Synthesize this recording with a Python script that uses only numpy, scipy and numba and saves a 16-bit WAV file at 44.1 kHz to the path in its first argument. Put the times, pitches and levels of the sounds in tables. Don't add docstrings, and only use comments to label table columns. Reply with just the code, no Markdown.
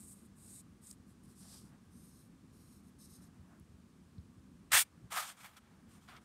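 import sys
import numpy as np
from scipy import signal
from scipy.fft import rfft, irfft, next_fast_len
from scipy.io import wavfile
from scipy.ndimage import uniform_filter1d, map_coordinates
from numba import njit

SR = 44100
rng = np.random.default_rng(int(sys.argv[2]) if len(sys.argv) > 2 else 0)


def unload_wav(signal):
    wavfile.write(
        sys.argv[1],
        SR,
        np.round(np.clip(np.atleast_2d(signal).T, -1, 1) * 32767).astype(np.int16),
    )


def level_to_linear(level):
    exponent = np.asarray(level, float) / 20
    return 10 ** exponent


N = 275183
T, M = np.arange(N) / SR, next_fast_len(N)
HZ = np.maximum(np.arange(M // 2 + 1) * SR / M, 1)


def unit(x):
    return x / np.sqrt(np.mean(x ** 2))


def walk(rate_hz):
    hold = int(SR / rate_hz)
    steps = np.repeat(rng.standard_normal(N // hold + 1), hold)
    slewed = uniform_filter1d(uniform_filter1d(steps, hold), hold)
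    return unit(slewed[:N])


def colour(x, curve, lo_hz, hi_hz):
    hz, db = np.transpose(curve)
    gain = level_to_linear(np.interp(np.log(HZ), np.log(hz), db))
    in_band = (HZ > lo_hz) * (HZ < hi_hz)
    gain = gain / np.sqrt(np.mean(gain ** 2 * in_band))
    return irfft(rfft(x, M) * gain, M)[:N]


@njit
def svf(x, hz, width):
    y, band, low = np.empty(len(x)), 0., 0.
    for i in range(len(x)):
        g, damping = np.tan(np.pi * hz[i] / SR), width / hz[i]
        v = (band + g * (x[i] - low)) / (1 + g * (g + damping))
        band, low = 2 * v - band, low + 2 * g * v
        y[i] = damping * v
    return y


def split(x, *edges_hz):
    spectrum = rfft(x, M)
    lows = [irfft(spectrum / (1 + (HZ / hz) ** 8), M)[:N] for hz in edges_hz]
    lows = [0] + lows + [x]
    return [high - low for low, high in zip(lows, lows[1:])]


def tilt(x, edges_hz, *dbs):
    return sum(band * level_to_linear(db + 0.6 * walk(25)) for band, db in zip(split(x, *edges_hz), dbs))


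def controls(rows, attack_s, release_s):
    t, power, lean = T[::16], 1e-14, 0
    for start, length, in_db, out_db, *slant in rows:
        end = start + length
        edges = np.clip((t - start) / attack_s, 0, 1) * np.clip((end - t) / release_s, 0, 1)
        drift = level_to_linear(np.interp(t, (start, end), (in_db, out_db)))
        one = (edges ** 1.06 * drift) ** 2
        power = power + one
        lean = lean + one * sum(slant)
    level_db = np.clip(10 * np.log10(power), -80, 0)
    return [np.interp(T, t, c) for c in (np.sqrt(power), level_db, lean / power)]


def fibres(spread_db, judder_hz, judder_db):
    grain = rng.standard_normal(N)
    catch_db = spread_db * rng.exponential(size=N)
    return unit(grain * level_to_linear(catch_db + judder_db * walk(judder_hz)))


def echo(x, twice):
    # (time [s], lag [ms])
    hand_lag = [(0, .665), (.62, .66), (.95, .685), (1.92, .402), (2.06, .386), (2.28, .373), (2.52, .36),
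                (2.98, .385), (3.3, .381)]
    s, lag_ms = np.transpose(hand_lag)
    lag = np.interp(T, s, lag_ms) * SR / 1000
    share = .25

    def late(v, trips):
        return map_coordinates(v, [np.arange(N) - trips * lag], order=1, mode="nearest")

    once = x - share * late(x, 1.0)
    repeats = sum((twice * share) ** k * late(once, 2 * k) for k in (1, 2, 3))
    return unit(once + repeats)


def pockets(x, hz_list, ring_db):
    rings = 0
    for hz in hz_list:
        ring_gain = level_to_linear(ring_db + 4.0 * walk(25))
        rings = rings + ring_gain * svf(x, hz * (1 + 0.018 * walk(10)), hz / 12.0)
    return unit(x + rings)


def near_strokes():
    # (start [s], length [s], level in [dB], level out [dB], slant [dB])
    strokes = [
        (-.03, .11, -59.5, -59.5, -4.5),
        (.045, 0.11, -58.5, -57, -8),
        (.125, 0.16, -72, -77.5, -1),
        (.35, .17, -70, -61, -0.5),
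        (.48, 0.14, -57.5, -56.5, -3),
        (.805, 0.093, -74, -58, 1),
        (.875, .05, -55, -53, -3),
        (.9, 0.057, -56, -79, 2),
    ]
    # (frequency [Hz], level [dB per Hz])
    lead_curve = [(1470, -25), (2500, -22), (3130, -25.5), (3920, -15), (5920, -16.5), (8460, -2.5),
                  (9510, -5), (10400, -14.5), (12900, -17.5), (16000, -35)]
    gain, db, slant = controls(strokes, attack_s=.035, release_s=.022)
    rub = colour(echo(fibres(1.9, 60, 1.0), 0.18), lead_curve, 7650, 9700)
    low_db = slant - 0.23 * (db + 64.5)
    top_db = -2.0 - .5 * (db + 54)
    return gain * tilt(rub, (7000, 10300), low_db, 0, top_db)


def room():
    # (time [s], level [dB])
    ride = [(0.0, -63.5), (0.62, -64.5), (2.35, -63.5), (3.89, -65), (4.17, -64), (4.6, -64), (4.88, -71.5),
            (5.05, -61), (5.14, -69), (5.35, -75), (5.91, -64), (6.24, -65)]
    # (frequency [Hz], level [dB per Hz])
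    tone_curve = [(18, -37.5), (30, -13.5), (50, -4), (81, -2.5), (194, -0.5), (600, -25), (937, -25.5),
                  (1160, -21.5), (1390, -27), (1630, -26.5), (1860, -30), (3870, -34), (7670, -35.5),
                  (8520, -33.5), (13000, -44.5), (16000, -47)]
    # (frequency [Hz], width [Hz], level [dB])
    rumble_modes = [(78.6, 28, -6.5), (193.2, 27, -4), (247, 38, -2.5), (310, 140, -8.5)]
    hiss_db = -62.5
    s, rumble_db = np.transpose(ride)
    noise = rng.standard_normal(N)
    modes = 0
    for hz, width, db in rumble_modes:
        throb = level_to_linear(db + 0.89 * walk(18))
        modes = modes + throb * svf(noise, hz * (1 + 0.023 * walk(2.4)), 1. * width)
    rumble, hiss = split(colour(noise + level_to_linear(2.0) * modes, tone_curve, 110, 400), 450)
    rumble_gain = level_to_linear(np.interp(T, s, rumble_db) - 1.0 + 1.3 * walk(30))
    return rumble * rumble_gain + hiss * level_to_linear(hiss_db)


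def heel():
    # (start [s], length [s], level in [dB], level out [dB])
    shifts = [
        (.37, 0.18, -83, -84),
        (1.37, 0.23, -76, -72.5),
        (1.6, 0.25, -70.5, -79),
        (3.12, 0.4, -79, -75),
        (3.4, 0.2, -79, -70),
        (4.85, 0.272, -78, -75),
        (5.6, 0.673, -77.5, -75.5),
    ]
    # (frequency [Hz], level [dB per Hz])
    dull_curve = [(300, -53), (550, -1.5), (800, 0), (1200, -2), (1700, -4), (2300, -13), (4000, -29)]
    gain = controls(shifts, attack_s=.07, release_s=.055)[0]
    return gain * colour(fibres(1.2, 37.0, 2.4), dull_curve, 600, 2200)


def thumps():
    # (time [s], peak [dB], pitch [Hz], ring time [s])
    pushes = [(0.449, -65, 86.1, 0.12), (1.277, -55, 105, 0.13), (1.517, -54.5, 150, 0.13),
              (3.382, -52, 102, 0.21), (3.606, -46.5, 90, 0.13), (3.69, -49.5, 87.5, 0.14),
              (3.738, -45.5, 78.1, 0.082), (4.181, -35.5, 87, 0.085), (4.377, -46, 86.1, 0.097),
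              (4.735, -42, 87, 0.11), (5.035, -44.5, 83, 0.095)]
    out, t = np.zeros(N + 20000), np.arange(20000) / SR
    for s, db, hz, t60 in pushes:
        phase = 2 * np.pi * hz * (.8 * t + 0.0077 * (1 - np.exp(-t / .006)))
        shape = (1 - np.exp(-t / .004)) * np.exp(-np.log(1000) * t / t60)
        out[int(s * SR):][:20000] += level_to_linear(db + 1.0) * np.sin(phase) * shape
    return out[:N]


def ticks():
    # (time [s], peak [dB], centre [Hz], width [Hz], ring time [s])
    snaps = [(0.8696, -44, 8500, 5000, 0.027), (0.9118, -37, 7260, 5900, .007),
             (.928, -48.5, 8400, 2500, 0.011), (1.2357, -59, 9400, 5000, 0.0092),
             (2.9892, -59, 9600, 1500, .015), (3.24, -62, 7500, 1200, 0.029),
             (3.598, -53.5, 10800, 9000, .005), (4.181, -62, 4150, 1200, 0.022),
             (5.5677, -51.5, 4940, 6000, 0.042), (6.0865, -52, 3750, 2494, 0.027),
             (6.166, -51, 4190, 2500, .02)]
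    out, t = np.zeros(N + 2000), np.arange(2000) / SR
    for s, db, hz, width, t60 in snaps:
        burst = rng.standard_normal(2000) * np.exp(-np.log(1000) * t / t60)
        for _ in range(2):
            burst = svf(burst, np.full(2000, 1. * hz), 1. * width)
        out[int(s * SR):][:2000] += level_to_linear(db) * burst / np.abs(burst).max()
    return out[:N]


def slides():
    # (start [s], length [s], level in [dB], level out [dB], slant [dB])
    moves = [
        (1.055, 0.092, -78, -75, -10),
        (1.225, 0.043, -67, -64, -5),
        (1.26, 0.1, -70.5, -79.5, -3),
        (1.33, 0.11, -77, -60, -4),
        (1.395, 0.18, -64, -63, 0.5),
        (1.545, 0.19, -60.5, -85.5, 1.5),
        (1.82, .07, -92, -83, -2),
    ]
    # (frequency [Hz], level [dB per Hz])
    skin_curve = [(1180, -43), (2000, -19), (2280, -19), (2420, -16), (4990, -0.5), (6590, -7),
                  (8400, -0.5), (12300, -10.5), (16000, -29)]
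    gain, db, slant = controls(moves, attack_s=.035, release_s=.03)
    skin = pockets(fibres(2.1, 44.75, 1.8), (3206, 5610, 8400, 11500), -19.0)
    rub = colour(skin, skin_curve, 7300, 10000)
    return gain * tilt(rub, (7000, 10300), slant - 2.5, 0, 0.6 - .2 * (db + 68))


def far_strokes():
    # (start [s], length [s], level in [dB], level out [dB], slant [dB])
    strokes = [
        (1.9, 0.21, -74, -68, -3),
        (2.07, 0.2, -72.5, -78, -0.5),
        (2.19, 0.1, -79, -74.5, -3.5),
        (2.51, 0.308, -77, -74, 0),
        (2.8, 0.11, -91, -72, -2),
        (2.98, 0.11, -65.5, -67, 3),
        (3.07, .11, -72, -60.5, 1),
        (3.14, 0.08, -70, -85, 4),
        (3.195, 0.098, -69, -80.5, 3),
    ]
    # (frequency [Hz], level [dB per Hz])
    light_curve = [(1800, -49), (3200, -19.5), (4200, -8), (5500, -2), (7400, -8.5), (8400, 5), (9200, 1),
                   (10200, -0.5), (12000, -1.5), (14000, -8), (16000, -28)]
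    gain, db, slant = controls(strokes, attack_s=.035, release_s=.025)
    rub = colour(echo(fibres(1.5, 50, 1.5), 1.6), light_curve, 7200, 9900)
    low_db = slant + 3.0 - 0.12 * (db + 76)
    top_db = -3.0 - 0.25 * (db + 66)
    return gain * tilt(rub, (7000, 10300), low_db, 0, top_db)


def scrapes(gain, weight, spectrum, body_db, rasp_db, top_db):
    pile = pockets(fibres(1.3, 200, 1.4), (1296, 2306, 3350, 9000), -7.5)
    rub = colour(pile, spectrum, 5270, 11000)
    rasp = 0.55 * weight + rasp_db
    return gain * tilt(rub, (2500, 5300, 10300), weight + body_db, rasp, 0, top_db)


def jerk():
    # (time [s], level [dB], weight [dB])
    pull = [
        (4.704, -80, 10),
        (4.716, -64, 12),
        (4.719, -34.5, 0),
        (4.73, -31.5, -1),
        (4.766, -28.5, 0),
        (4.808, -31, -10.5),
        (4.827, -37.5, -11.5),
        (4.848, -77.5, 2.5),
        (4.89, -90, 11),
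    ]
    # (frequency [Hz], level [dB per Hz])
    pull_curve = [(240, -61), (420, -27), (700, -8.5), (1200, -5), (1800, 0.5), (2600, -2.5), (3800, -6),
                  (4600, -8.5), (6500, -7.5), (8700, -3), (10200, -9), (12800, -9), (14200, -13.5),
                  (16000, -12.5)]
    s, db, weight = np.transpose(pull)
    gain = level_to_linear(np.interp(T, s, db, -140, -140))
    return scrapes(gain, np.interp(T, s, weight), pull_curve, body_db=1.1, rasp_db=1.6, top_db=.8)


def drags():
    # (start [s], length [s], level in [dB], level out [dB], weight
    # [dB])
    moves = [(5.101, 0.1, -54.5, -40, 6.5), (5.18, 0.094, -41.5, -57.5, 3.5),
             (5.245, 0.095, -50.5, -57.5, -1), (5.31, 0.073, -66, -82, 6), (5.358, 0.098, -67, -63, 1.5),
             (5.432, .11, -58, -85, 10), (5.495, 0.086, -77, -80, 10), (5.558, .04, -64, -68.5, 8),
             (5.6, 0.17, -95, -95, 20), (5.865, 0.083, -81, -67, -1.5), (5.92, 0.085, -72, -74, 0.5),
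             (6.0, 0.089, -73.5, -76.5, -1), (6.072, 0.074, -67, -77, 16), (6.115, 0.083, -78, -73, 17),
             (6.2, .06, -81, -78, 1)]
    # (frequency [Hz], level [dB per Hz])
    pile_curve = [(240, -49), (420, -20.5), (700, -4.5), (1250, 0), (2200, -6), (3300, -5.5), (4600, -9.5),
                  (6500, -10.5), (8500, -7.5), (10200, -12), (12500, -9.5), (16000, -18)]
    gain, _, weight = controls(moves, attack_s=.02, release_s=.024)
    rasp_db = 0.47 * np.maximum(weight - 11.5, 0) - 3.5
    top_db = 2.2 - 0.87 * np.abs(weight - 10.5)
    return scrapes(gain, weight, pile_curve, -3.0, rasp_db, top_db)


def scene():
    pencil = near_strokes() + far_strokes()
    hand = slides() + heel()
    forearm = jerk() + drags()
    close = pencil + hand + forearm + ticks()
    t = np.arange(3000) / SR
    tail = rng.standard_normal(3000) * np.exp(-np.log(1000) * t / .04) * level_to_linear(-55.0)
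    tiles = signal.fftconvolve(close, tail)[:N]
    return (close + tiles + thumps() + room())[None]


def low_pass(x):
    return signal.sosfilt(signal.butter(12, 16660, fs=SR, output="sos"), x)


def record(dry):
    # (low cut [Hz], high cut [Hz])
    mic_edges = [45, 15620]
    low_cut = signal.butter(2, mic_edges[0], "high", fs=SR, output="sos")
    high_cut = signal.ellip(10, .2, 70, mic_edges[1], fs=SR, output="sos")
    mix = signal.sosfilt(high_cut, signal.sosfilt(low_cut, dry))
    return low_pass(mix)


dry = scene()
out = record(dry)
unload_wav(out)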